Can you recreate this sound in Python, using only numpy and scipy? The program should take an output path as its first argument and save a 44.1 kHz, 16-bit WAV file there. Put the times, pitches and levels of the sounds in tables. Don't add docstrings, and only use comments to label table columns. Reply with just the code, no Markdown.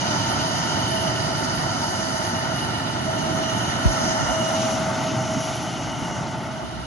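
import sys
import numpy as np
from scipy import signal
from scipy.fft import rfft, irfft
from scipy.io import wavfile

SR = 44100
rng = np.random.default_rng(int(sys.argv[2]) if len(sys.argv) > 2 else 0)


def int16_out(signal):
    q = np.round(np.clip(np.atleast_2d(signal).T, -1, 1) * 32767)
    wavfile.write(sys.argv[1], SR, q.astype(np.int16))


N = 302526
TIME = np.arange(N) / SR
BINS = np.fft.rfftfreq(N, 1 / SR)

# time_s, relative_db
CORE_RIDE = [(0, -24), (1.1, -23.5), (1.9, -25), (2.6, -24.5), (3.1, -26.5), (4.2, -21.5), (4.9, -24),
             (5.2, -27), (5.6, -28), (6.2, -29), (6.86, -34.5)]
# time_s, relative_db
TURBINE_RIDE = [(0, -32), (1.5, -36), (1.8, -34.5), (2.2, -34.5), (2.85, -41.5), (3.5, -34.5), (3.8, -36),
                (4.05, -29), (4.4, -34.5), (4.65, -31.5), (4.9, -37.5), (5.45, -35.5), (5.9, -41),
                (6.2, -40.5), (6.4, -47.5), (6.86, -50)]
# time_s, focus (0 wide, 1 narrow)
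PICKUP_FOCUS = [(4.2, 0), (4.55, .35), (4.75, .75), (5.15, 1), (6.45, 1), (6.68, .25), (6.86, .2)]


def from_db(db):
    return 10 ** (np.asarray(db) / 20)


def rms_one(x):
    return x / np.sqrt(np.mean(np.abs(x) ** 2) + 1e-20)


def in_time(rows, t=TIME):
    times, *columns = np.transpose(rows)
    return [np.interp(t, times, column) for column in columns]


def at_hz(points, hz, beyond=None):
    knots_hz, value = np.transpose(points)
    return np.interp(np.log(hz + 1e-9), np.log(knots_hz), value, left=beyond, right=beyond)


def follow(ride, mean_db, depth=1):
    level_db, = in_time(ride)
    return from_db(mean_db + depth * (level_db - level_db.mean()))


def swells(rows):
    return sum(from_db(db) * np.exp(-((TIME - peak_s) / half_s) ** 2) for peak_s, db, half_s in rows)


def noise(gain):
    return rms_one(irfft(rfft(rng.standard_normal((2, N))) * gain, N))


def coloured(spectrum):
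    return noise(from_db(at_hz(spectrum, BINS, beyond=-np.inf)))


def humps(rows):
    return sum(from_db(db) * noise(1 / (1 + ((BINS - hz) / width) ** 2)) for hz, width, db in rows)


def drift(rate_hz):
    return noise(1 / (1 + (BINS / rate_hz) ** 2))[0]


def shimmer(depth_db, rate_hz):
    return from_db(depth_db * drift(rate_hz))


def blade_tone(hz, wander_hz, flutter_db, flutter_hz):
    phase = 2 * np.pi * np.cumsum(hz + wander_hz * drift(9.4)) / SR
    offsets = (0, np.pi * drift(4.4))
    paths = [shimmer(flutter_db, flutter_hz) * np.sin(phase + offset) for offset in offsets]
    return rms_one(np.array(paths))


def puff(start_s, level_db, start_hz, end_hz=48, glide_s=0.0069, rise_s=0.0033, decay_s=0.022):
    age = np.maximum(TIME - start_s, 0)
    hz = end_hz + (start_hz - end_hz) * np.exp(-age / glide_s)
    phase = 2 * np.pi * np.cumsum(hz * (age > 0)) / SR
    envelope = (1 - np.exp(-(age / rise_s) ** 2)) * np.exp(-age / decay_s)
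    return from_db(level_db) * envelope / envelope.max() * np.sin(phase)


def breeze(calm_db=-58):
    # peak_s, peak_db, half_length_s
    gusts = [(0.36, -39, 0.06), (1.4, -51, 2.9), (2.03, -50, 0.09), (3.28, -44, 0.075), (4.13, -34, 0.14),
             (4.23, -32, 0.02), (4.31, -29, 0.025), (6.1, -45, 0.5), (6.78, -38, 0.2)]
    # frequency_hz, relative_db
    spectrum = [(15, -20), (40, -12), (60, 17), (100, -6), (250, 9), (600, -65)]
    # start_s, level_db, start_hz
    puff_hits = [(3.852, -7, 325), (3.854, -5.5, 236)]
    strength = from_db(calm_db) + swells(gusts)
    eddies = strength * coloured(spectrum) * shimmer(2.4, 13)
    return eddies + np.array([puff(*hit) for hit in puff_hits])


def exhaust_rumble():
    # frequency_hz, relative_db
    spectrum = [(20, -37), (40, -22), (60, -19), (85, -5), (120, 2), (200, -3), (300, -3.5), (370, -7),
                (440, -17), (520, -23), (700, -27)]
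    # time_s, relative_db
    ride = [(0, -27), (1.1, -25.5), (2.3, -29), (3.3, -24.5), (4.2, -29), (4.6, -31), (5.2, -28),
            (5.6, -33), (6.3, -31.5), (6.86, -39)]
    # peak_s, peak_db, half_length_s
    surges = [(3.31, -28, 0.035), (4.41, -26, 0.031), (5.12, -30, 0.04), (5.6, -33, 0.047),
              (6.02, -31, 0.017), (6.25, -39, 0.091)]
    # peak_s, peak_db, half_length_s
    buffets = [(4.055, -22.5, 0.033), (4.65, -28.5, 0.3), (5.375, -24, 0.018)]
    # centre_hz, half_width_hz, gain_db
    buffet_band = [(223, 64, -2.5)]
    strength = np.hypot(follow(ride, mean_db=-30, depth=0.75), swells(surges))
    rumble = strength * coloured(spectrum) * shimmer(0.6, 36)
    return rumble + swells(buffets) * humps(buffet_band)


def core_roar():
    # frequency_hz, relative_db
    spectrum = [(380, -25), (480, -11.5), (620, 2.5), (720, 2), (850, -1.5), (1040, -2), (1150, -1.5),
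                (1250, -1.5), (1400, 0), (1520, -2.5), (1650, -11.5), (1900, -8), (2200, -13), (2550, -55)]
    # centre_hz, half_width_hz, gain_db
    blade_hump = [(891.5, 28, -9)]
    roar = coloured(spectrum) + humps(blade_hump)
    return follow(CORE_RIDE, mean_db=-29.5, depth=0.89) * roar * shimmer(1.0, 17)


def intake_hiss(level_db=-34, turn_s=2.03, fall_db_per_s=8.6):
    # centre_hz, half_width_hz, gain_db
    resonances = [(919, 28, -4), (2950, 32, -11.5), (3050, 47, -11), (4840, 450, -2.5)]
    beam = from_db(level_db - fall_db_per_s * np.maximum(TIME - turn_s, 0))
    return beam * humps(resonances)


def fan_hiss():
    # frequency_hz, relative_db
    spectrum = [(1950, -16), (2250, 2.5), (2800, 3), (3500, 4), (4200, 4), (4800, 1.5), (5400, 1),
                (5850, -19)]
    # time_s, relative_db
    ride = [(0, -29.5), (1, -31.5), (2, -34), (2.7, -32), (3.1, -34), (3.8, -31), (4.4, -33.5), (4.65, -30),
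            (4.85, -35), (5.05, -32), (5.2, -36), (5.5, -34.5), (5.9, -37.5), (6.2, -38.5), (6.55, -41.5),
            (6.86, -39.5)]
    return follow(ride, mean_db=-38) * coloured(spectrum) * shimmer(1.0, 27)


def turbine_hiss():
    # frequency_hz, relative_db
    spectrum = [(5050, 5), (5450, 1), (5700, 8.5), (6150, 7.5), (6550, 7.5), (6800, 3), (7400, -46)]
    return follow(TURBINE_RIDE, mean_db=-39, depth=0.93) * coloured(spectrum) * shimmer(1.0, 25)


def hiss_swells():
    # peak_s, peak_db, half_length_s
    flares = [(4.08, -31, 0.25), (4.63, -43, 0.13)]
    # centre_hz, half_width_hz, gain_db
    band = [(5060, 600, -5.5)]
    return swells(flares) * humps(band)


def high_hiss():
    # frequency_hz, relative_db
    spectrum = [(6550, -17), (6950, 0), (7400, 0.5), (8200, -3.5), (8550, -0.5), (9100, -1), (9350, -5),
                (9600, -22)]
    # time_s, relative_db
    ride = [(0, -42), (1.5, -42), (2.2, -40.5), (2.4, -46), (2.7, -44), (3.7, -43.5), (4.2, -39.5),
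            (4.75, -40), (5.1, -44.5), (5.5, -42), (5.9, -46), (6.2, -45), (6.35, -50), (6.86, -54)]
    return follow(ride, mean_db=-43.8) * coloured(spectrum)


def sizzle():
    # frequency_hz, relative_db
    spectrum = [(9200, -32), (9550, 6), (10000, 3), (11100, 2.5), (11750, -9)]
    # centre_hz, half_width_hz, gain_db
    whistles = [(9268, 18, -4), (11055, 11, -21)]
    # time_s, relative_db
    ride = [(0, -51), (0.3, -49.5), (0.7, -46.5), (1.5, -49.5), (2.2, -45), (2.4, -49), (2.65, -48.5),
            (2.85, -50), (3.6, -48.5), (4.1, -46), (4.3, -52), (4.65, -47), (5.1, -53), (5.5, -49.5),
            (6.25, -60), (6.86, -57)]
    return follow(ride, mean_db=-50.5) * (coloured(spectrum) + humps(whistles)) * shimmer(2.43, 15)


def fan_hum():
    # time_s, pitch_hz
    pitch = [(0, 650), (1.2, 649.5), (2.5, 646.5), (3.3, 644), (4.1, 645), (4.6, 642.5), (6.86, 639.5)]
    # time_s, level_db
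    ride = [(0, -43), (0.65, -37), (0.82, -43), (0.92, -28.5), (1.15, -33.5), (1.55, -37), (1.85, -39.5),
            (2.1, -34), (2.53, -32.5), (2.63, -54), (2.92, -43.5), (3.08, -31.5), (3.5, -30), (3.68, -45),
            (3.88, -28.5), (4.18, -31), (4.26, -36), (4.35, -25.5), (4.9, -30), (5.3, -31.5), (5.6, -36.5),
            (6, -45.5), (6.55, -39), (6.86, -44)]
    pitch_hz, = in_time(pitch)
    level_db, = in_time(ride)
    return from_db(level_db) * blade_tone(pitch_hz, wander_hz=1.16, flutter_db=1.8, flutter_hz=15)


def duct_howl(focus_drop_db=18):
    # centre_hz, half_width_hz, gain_db
    resonances = [(1802, 32, -6.5), (1800, 110, -4.3)]
    focus, = in_time(PICKUP_FOCUS)
    strength = follow(CORE_RIDE, mean_db=-36, depth=0.79) * from_db(-focus_drop_db * focus)
    return strength * humps(resonances)


def compressor_whine(flat_hz=28):
    # time_s, first_hz, second_hz
    pitches = [(0, 2900, 3055), (1.1, 2894, 3031), (2.6, 2891, 3025), (3.5, 2884, 3021), (4.4, 2892, 3022),
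               (5.6, 2888, 3018), (6.86, 2875, 3004)]
    # time_s, relative_db
    first_ride = [(0, -45), (1, -47), (1.6, -47), (2.2, -43), (2.7, -35.5), (3.1, -46), (3.42, -46),
                  (3.53, -35.5), (3.9, -64), (4.15, -46), (4.28, -36.5), (4.6, -37.5), (4.85, -53),
                  (5.1, -42.5), (5.55, -47), (5.7, -45), (6.1, -42.5), (6.3, -54), (6.65, -53), (6.8, -45)]
    # time_s, relative_db
    whine_ride = [(0, -32), (1.05, -28), (1.5, -39.5), (2.2, -42.5), (2.95, -38.5), (3.55, -31),
                  (4.3, -33.5), (4.9, -36), (5.5, -33.5), (6.4, -41), (6.86, -46)]
    # centre_hz, half_width_hz, gain_db
    skirts = [(2872, 39, -8), (2890, 100, -12.5), (3045, 47, -7.5), (3080, 150, -7.5)]
    # peak_s, peak_db, half_length_s
    other_swells = [(0.6, -51, 0.5), (3.3, -46, 0.12), (3.65, -37.5, 0.067)]
    first_hz, second_hz = in_time(pitches)
    first = blade_tone(first_hz, wander_hz=2.4, flutter_db=4.0, flutter_hz=15)
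    second = blade_tone(second_hz, wander_hz=6.9, flutter_db=3.5, flutter_hz=36)
    other_engine = blade_tone(first_hz - flat_hz, wander_hz=4.6, flutter_db=4.5, flutter_hz=20)
    whine = humps(skirts) * shimmer(1.5, 30)
    return (follow(first_ride, mean_db=-47, depth=1.09) * first
            + follow(whine_ride, mean_db=-48, depth=0.95) * second
            + swells(other_swells) * other_engine
            + follow(whine_ride, mean_db=-40, depth=0.81) * whine)


def turbine_whistles():
    turbine = blade_tone(hz=6558, wander_hz=3.2, flutter_db=3, flutter_hz=10)
    late_stage = blade_tone(hz=8365, wander_hz=7, flutter_db=3, flutter_hz=15)
    breathy = humps([(8668, 26, 0)]) * shimmer(2.5, 12)
    return (follow(TURBINE_RIDE, mean_db=-50.5, depth=1.4) * turbine
            + follow(TURBINE_RIDE, mean_db=-61, depth=1.7) * late_stage
            + follow(TURBINE_RIDE, mean_db=-52.5, depth=0.25) * breathy)


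def jet():
    roar = exhaust_rumble() + core_roar()
    hiss = intake_hiss() + fan_hiss() + turbine_hiss() + hiss_swells() + high_hiss()
    bed = roar + sizzle() + hiss * shimmer(depth_db=0.55, rate_hz=24)
    return bed + fan_hum() + duct_howl() + compressor_whine() + turbine_whistles()


def microphone_pair(paths):
    # frequency_hz, likeness (0-1), left_lead_rad, left_over_right_db
    wide_image = [(90, 0.84, -0.5, -2.8), (220, 0.87, -0.1, -4.5), (430, 0.71, 0.3, -0.9),
                  (600, 0.86, 1.1, -6.1), (780, 0.86, 1.3, -0.3), (990, 0.85, 1.5, 0.6),
                  (1160, 0.9, 3, -0.7), (1250, 0.16, -1.6, 2.4), (1340, 0.81, 0.4, -0.7),
                  (1510, 0.81, 1.1, -2.9), (1680, 0.82, 3.14, -2.5), (1810, 0.89, -2.1, -3.0),
                  (1940, 0.7, -0.5, -1.8), (2110, 0.79, 0, -0.2), (2400, 0.18, 1.2, -1),
                  (2580, 0.57, -3.1, -1.1), (2760, 0.23, -2.8, -0.8), (2840, 0.61, 0.4, -3.1),
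                  (3060, 0.76, 1.6, -2.2), (3400, 0.88, 3.1, -0.4), (3620, 0.13, -0.1, -0.8),
                  (3960, 0.55, -2.8, -3.4), (4350, 0.3, -1.2, -0.8), (4570, 0.69, -2.9, -2.6),
                  (4780, 0.62, -1.9, -4.2), (4950, 0.56, -0.3, -2.3), (5230, 0.98, 3.14, 0),
                  (5330, 0.94, -3.1, 0), (5940, 0.26, -1.3, 4.5), (6720, 0.5, -0.5, 1.8),
                  (6930, 0.79, -3.0, 0.3), (7250, 0.78, -3.1, 0), (7750, 1, 3.14, 0), (9100, 1, 3.14, 0),
                  (9260, 0.85, 2.8, -1), (9600, 0.81, 3, 0), (9690, 0.27, 1.8, -1), (10400, 1, 0, 0)]
    # frequency_hz, likeness (0-1), left_lead_rad, left_over_right_db
    narrow_image = [(90, 0.78, -0.1, 0.4), (900, 0.96, 0.1, -0.7), (1080, 0.83, 1.5, 2.0),
                    (1250, 0.94, -0.0, 0.4), (1720, 0.79, -0.1, -1.5), (1810, 0.66, -0.7, 3.5),
                    (2200, 0.83, 0.2, 0.4), (2370, 0.17, -1.0, 7.9), (2580, 0.91, -0.0, 0.9),
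                    (4480, 0.95, 0.1, 1.6), (4780, 0.64, 0.1, 4.4), (5340, 0.59, -0.1, 4.0),
                    (5730, 0.98, -0.0, -0.2), (6800, 0.85, -0.1, -0.1), (7150, 0.55, -1.6, 0),
                    (7670, 1, 3.14, 0), (9100, 1, 3.14, 0), (9560, 0.85, 3.1, 0), (9820, 0.49, 0.3, 0),
                    (10400, 1, 0, 0)]
    # frequency_hz, gain_db
    focus_eq = [(70, -0.5), (130, 2), (280, 1.5), (360, 0), (470, 1.5), (620, -0.5), (800, 2.5),
                (950, -1.5), (1250, -1), (1720, -2), (2050, 3.5), (2600, 1.5), (3000, -2.5), (3650, 0),
                (4050, -4), (4600, 0), (7000, -0.5)]
    hz, frame_s, (direct, scattered) = signal.stft(paths, SR, nperseg=2048)
    focus, = in_time(PICKUP_FOCUS, frame_s)
    log_hz = np.log(hz + 1e-9)
    coherence, balance_db = 0, 0
    for image, weight in ((wide_image, 1 - focus), (narrow_image, focus)):
        knots_hz, likeness, lead_rad, left_db = np.transpose(image)
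        log_knots = np.log(knots_hz)
        coherence += np.outer(np.interp(log_hz, log_knots, likeness * np.exp(1j * lead_rad)), weight)
        balance_db += np.outer(np.interp(log_hz, log_knots, left_db), weight)
    mid = np.sqrt(1 + np.abs(coherence)) * direct
    side = np.sqrt(1 - np.abs(coherence)) * scattered
    lead = np.exp(1j * np.angle(coherence))
    balance = from_db(balance_db)
    ports = np.array([(mid + side) * lead * balance, mid - side]) / np.sqrt(1 + balance ** 2)
    colour = from_db(np.outer(at_hz(focus_eq, hz), focus))
    return signal.istft(ports * colour, SR)[1][:, :N]


def scene():
    return microphone_pair(jet()) + breeze()


def record(dry):
    cutoff_hz = 11750
    return signal.sosfilt(signal.ellip(12, .1, 90, cutoff_hz, fs=SR, output="sos"), dry)


dry = scene()
out = record(dry)
int16_out(out)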